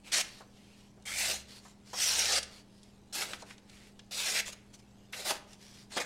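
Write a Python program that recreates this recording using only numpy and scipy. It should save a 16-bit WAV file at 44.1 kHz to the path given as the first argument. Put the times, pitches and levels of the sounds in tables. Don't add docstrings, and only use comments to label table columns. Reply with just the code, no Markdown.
import sys
import numpy as np
from scipy import signal
from scipy.fft import rfft, irfft, next_fast_len
from scipy.io import wavfile
from scipy.ndimage import uniform_filter1d, map_coordinates

SR = 44100
rng = np.random.default_rng(int(sys.argv[2]) if len(sys.argv) > 2 else 0)


def wav_record(signal):
    frames = np.transpose(np.atleast_2d(signal))
    bounded = np.clip(frames, -1, 1)
    quanta = np.round(bounded * 32767).astype(np.int16)
    wavfile.write(sys.argv[1], SR, quanta)


N = 266805
TIME = np.arange(N) / SR

# start_s, bite_s, end_s, release_s, touch_db, bite_db, swell_db (by the end),
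# flutter_db and fizz_db (against the rasp, mid-stroke), late_hz, late_db (its height), early_hz
CUT_STROKES = [(0.116, 0.116, 0.215, 0.0058, -37, -28, -2, -18, -17.5, 1950, 4.5, 5870),
               (1.053, 1.161, 1.345, 0.025, -39, -30.5, -2.5, -18, -13, 2330, 1.5, 2150),
               (1.929, 1.949, 2.386, 0.007, -44, -29, -1.4, -17.5, -16.5, 4170, -1.5, 5630),
               (3.125, 3.138, 3.228, 0.017, -39.5, -37, 0.5, -12.5, -11, 1480, 4, 4200),
               (4.109, 4.138, 4.405, 0.008, -43, -35.5, 4, -17.5, -14, 2120, 5, 3850),
               (5.124, 5.241, 5.310, 0.016, -45, -37.5, 5, -11.5, -9, 1000, 13, 4000),
               (5.917, 5.96, 5.983, 0.011, -45.5, -35, 2.5, -13, -21.5, 1800, 19.5, 4260),
               (5.996, 5.997, 6.050, 0.0098, -42, -33, -18.5, -9, -18, 1600, 14, 2200)]
# start_s, end_s, level_db (before a shared gain), pitch_hz
LIGHT_SCRAPES = [(0.053, 0.121, -50, 2560), (0.229, 0.415, -54.5, 4300), (0.531, 0.879, -64.5, 2800),
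                 (1.481, 1.595, -53, 4430), (1.617, 1.73, -60.5, 7100), (1.862, 1.94, -56.5, 4830),
                 (2.506, 2.611, -55.5, 4500), (2.695, 2.923, -69.5, 5130), (3.244, 3.362, -45.5, 570),
                 (3.385, 3.42, -52.5, 7000), (3.46, 3.541, -54, 1880), (3.69, 3.899, -59, 2150),
                 (4.461, 4.503, -40.5, 7060), (4.526, 4.537, -42, 6750), (4.737, 4.759, -52.5, 6100),
                 (4.792, 4.803, -57, 5030), (5.325, 5.377, -47.5, 1000), (5.477, 5.554, -58.5, 5500),
                 (5.608, 5.839, -55.5, 5300), (5.905, 5.933, -53, 2000)]
# start_s, level_db (before fading and a shared gain), pitch_hz
CREASE_TICKS = [(0.1855, -26, 1830), (1.0231, -52, 4380), (2.4289, -26.5, 4540), (2.831, -46.5, 5000),
                (3.3333, -25.5, 2150), (3.4221, -39, 4270), (3.5079, -37.5, 1820), (3.5798, -46, 3620),
                (3.6962, -45, 3700), (3.9923, -37, 2600), (4.7386, -44.5, 5000), (5.3053, -20, 3620),
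                (5.5308, -44.5, 5140)]
# start_s, level_db (before fading and a shared gain), pitch_hz
SHEET_FLAPS = [(0.404, -40.5, 690), (0.975, -53, 555), (1.651, -45, 990), (1.931, -33.5, 770),
               (3.421, -39, 660), (5.130, -30.5, 2190), (5.304, -24, 610), (5.965, -21.5, 500),
               (6.001, -34, 493)]
# pitch_hz, relative level_db
RASP_COLOUR = [(700, -22), (1150, -15), (1700, -2.5), (2600, 0.5), (5500, 1.5), (8500, -2), (9600, -8.5),
               (11200, -37)]
# pitch_hz, relative level_db
FLUTTER_COLOUR = [(150, -64), (300, -12), (480, -5), (750, 1), (1050, -11), (1500, -8), (3000, -85)]
# pitch_hz, relative level_db
FIZZ_COLOUR = [(7000, -42), (10000, -0.5), (11500, -1.5), (13500, -6.5), (15700, -15.5)]
# pitch_hz, relative level_db
RUB_COLOUR = [(400, -4), (1100, -7), (2700, -2), (4500, -2), (8000, -6), (11000, -12.5), (15500, -26)]
# pitch_hz, relative level_db
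BURST_TREBLE = [(6000, -5), (10000, -3.5), (15500, -45)]
# pitch_hz, t60_s (time to fall by 60 dB)
ROOM_DECAY = [(200, 0.67), (1500, 0.52), (5000, 0.34), (13000, 0.24)]
# pitch_hz, relative level_db
AIR_COLOUR = [(20, -2.5), (90, -3.5), (140, -5), (350, -8.5), (560, -14), (830, -14.5), (1300, -24),
              (8000, -35), (15500, -51)]
# pitch_hz, level_db
HUM_TONES = [(69, -77.5), (119.7, -68), (178, -76), (201.8, -62.5), (238.5, -74.5), (293, -76),
             (410, -76.5)]
# start_s, end_s, pitch_hz, level_db
LOW_DRONE = [(1.097, 1.475, 68.6, -58), (2.04, 2.49, 68.6, -59.5)]

BITE_SHARE = 0.14
FLUTTER_DB_PER_S, FIZZ_DB_PER_S = 21.5, -12
TOUCH_FLUTTER_DB, TOUCH_FIZZ_DB = 3.5, -2.5
EARLY_WIDTH_HZ, EARLY_DB = 290, 6.5
LATE_WIDTH_HZ = 690
HANDLING_DB, HANDLING_SWING_DB = -72, 1
ROOM_DB, AIR_DB = -13, -62
TOP_HZ = 15800


def cuts(attack_s=0.0042, catch_db=0.85, waver_db=1.1):
    out = np.zeros(N)
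    for (start, bite, end, release_s, touch_db, bite_db, swell_db,
         flutter_db, fizz_db, late_hz, late_db, early_hz) in CUT_STROKES:
        t = np.arange(start, end + 10 * release_s, 1 / SR)

        shallow = 1 - np.clip((t - bite) / (BITE_SHARE * (end - start)), 0, 1)
        travel = np.clip((t - bite) / (end - bite), 0, 1)
        from_middle_s = (travel - 0.5) * (end - bite)
        force_db = bite_db + (touch_db - bite_db) * shallow + swell_db * travel

        snaps = fibres(len(t), rate=9000, scatter_db=2.0)
        snaps = drifting(snaps, depth_db=3.2, size=768)
        snaps = drifting(snaps, depth_db=1.5, size=128)

        rasp = sheet(snaps, travel, late_hz, late_db, early_hz)
        flutter_level_db = flutter_db + FLUTTER_DB_PER_S * from_middle_s + TOUCH_FLUTTER_DB * shallow
        flutter = coloured(snaps, FLUTTER_COLOUR) * amp(flutter_level_db)
        fizz_level_db = fizz_db + FIZZ_DB_PER_S * from_middle_s + TOUCH_FIZZ_DB * shallow
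        fizz = coloured(snaps, FIZZ_COLOUR) * amp(fizz_level_db)

        attack = 1 - np.exp((start - t) / attack_s)
        release = np.exp(-np.maximum(t - end, 0) / release_s)
        add(out, start, amp(force_db) * attack * release * (rasp + flutter + fizz))
    return out * amp(catch_db * wobble(90) + waver_db * wobble(25))


def sheet(snaps, travel, late_hz, late_db, early_hz):
    early = coloured(ringing(snaps, early_hz, EARLY_WIDTH_HZ, EARLY_DB), RASP_COLOUR)
    late = coloured(ringing(snaps, late_hz, LATE_WIDTH_HZ, late_db), RASP_COLOUR)
    return (1 - travel) * early + travel * late


def fibres(count, rate, scatter_db):
    snaps = rng.random(count) < rate / SR
    signs = np.sign(rng.standard_normal(count))
    sizes = amp(scatter_db * rng.standard_normal(count))
    return snaps * signs * sizes


def drifting(x, depth_db, size=512):
    z = signal.stft(x, nperseg=size)[2]
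    field = rng.standard_normal(z.shape)
    field = uniform_filter1d(field, size=3, axis=0)
    field = uniform_filter1d(field, size=9, axis=1)
    return signal.istft(z * amp(depth_db * unit(field)), nperseg=size)[1][:len(x)]


def slide(edge_s=0.012, width_hz=750, ring_db=5.5, gain_db=-1):
    out = np.zeros(N)
    for start, end, db, centre_hz in LIGHT_SCRAPES:
        soft_s = edge_s * np.sqrt((end - start) / 0.2)
        t = np.arange(max(start - 5 * soft_s, 0), end + 5 * soft_s, 1 / SR)
        touch = 1 / (1 + np.exp((start - t) / soft_s) + np.exp((t - end) / soft_s))
        snaps = drifting(fibres(len(t), rate=5000, scatter_db=3.5), depth_db=2.1)
        brush = coloured(ringing(snaps, centre_hz, width_hz, ring_db), RUB_COLOUR)
        add(out, t[0], amp(db + gain_db) * touch * brush)
    return out * amp(1.2 * wobble(35))


def ticks(t60_s=0.036, attack_s=0.00051, octaves=0.84, gain_db=-5.0):
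    return bursts(CREASE_TICKS, t60_s, attack_s, octaves) * amp(gain_db)


def flaps(t60_s=0.11, attack_s=0.0024, octaves=0.82, gain_db=-5):
    return bursts(SHEET_FLAPS, t60_s, attack_s, octaves) * amp(gain_db)


def bursts(events, t60_s, attack_s, octaves):
    out = np.zeros(N)
    t = np.arange(SR // 5) / SR
    for start, db, centre_hz in events:
        band = lambda hz: np.exp(-0.5 * (np.log2((hz + 1) / centre_hz) / octaves) ** 2)
        ring = coloured(filtered(rng.standard_normal(len(t)), band), BURST_TREBLE)
        fade = amp(db - 60 * t / t60_s)
        attack = 1 - np.exp(-t / attack_s)
        add(out, start, ring * fade * attack)
    return out


def handling():
    snaps = drifting(fibres(N, rate=2000, scatter_db=3), depth_db=4.5)
    rustle = coloured(snaps, RUB_COLOUR)
    return rustle * amp(HANDLING_DB + HANDLING_SWING_DB * wobble(9))


def room(x, delay_s=0.006):
    hz, t, z = signal.stft(rng.standard_normal(SR * 3 // 4), SR, nperseg=256)
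    fade = amp(-60 * t / along(ROOM_DECAY, hz)[:, None])
    tail = signal.istft(z * fade, SR, nperseg=256)[1]
    tail = np.pad(tail / np.linalg.norm(tail), (round(delay_s * SR), 0))
    return signal.fftconvolve(x, tail)[:N]


def background(swell_s=0.17):
    hum = sum(amp(db) * tone(hz) for hz, db in HUM_TONES)
    drone = np.zeros(N)
    for start, end, hz, db in LOW_DRONE:
        swell = np.clip(np.minimum(TIME - start, end - TIME) / swell_s + 0.5, 0, 1)
        drone += amp(db) * swell * tone(hz)
    air = amp(AIR_DB) * coloured(rng.standard_normal(N), AIR_COLOUR)
    return hum + drone + air


def tone(hz):
    wave = np.sin(2 * np.pi * hz * TIME + 0.2 * wobble(3))
    return np.sqrt(2) * wave * amp(0.7 * wobble(4))


def ringing(x, centre_hz, width_hz, db):
    return filtered(x, lambda hz: np.sqrt(1 + amp(db) ** 2 * peak(hz, centre_hz, width_hz)))


def peak(hz, centre_hz, width_hz):
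    return 1 / (1 + (2 * (hz - centre_hz) / width_hz) ** 2)


def coloured(x, spectrum):
    return unit(filtered(x, lambda hz: amp(along(spectrum, hz))))


def filtered(x, response):
    m = next_fast_len(len(x) + 8192)
    return irfft(rfft(x, m) * response(np.fft.rfftfreq(m, 1 / SR)), m)[:len(x)]


def along(points, hz):
    f, v = np.transpose(points)
    return np.interp(np.log(hz + 1), np.log(f + 1), v)


def wobble(rate):
    return map_coordinates(rng.standard_normal(int(N * rate / SR) + 4), [TIME * rate])


def amp(db):
    return 10 ** (np.asarray(db) / 20)


def unit(x):
    return x / np.sqrt(np.mean(x ** 2) + 1e-20)


def add(track, start_s, sound):
    part = track[max(round(start_s * SR), 0):][:len(sound)]
    part += sound[:len(part)]


def scene():
    paper = cuts() + slide() + ticks() + flaps() + handling()
    return (paper + amp(ROOM_DB) * room(paper) + background())[None]


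def record(dry):
    return np.array([filtered(channel, lambda hz: hz < TOP_HZ) for channel in dry])


dry = scene()
out = record(dry)
wav_record(out)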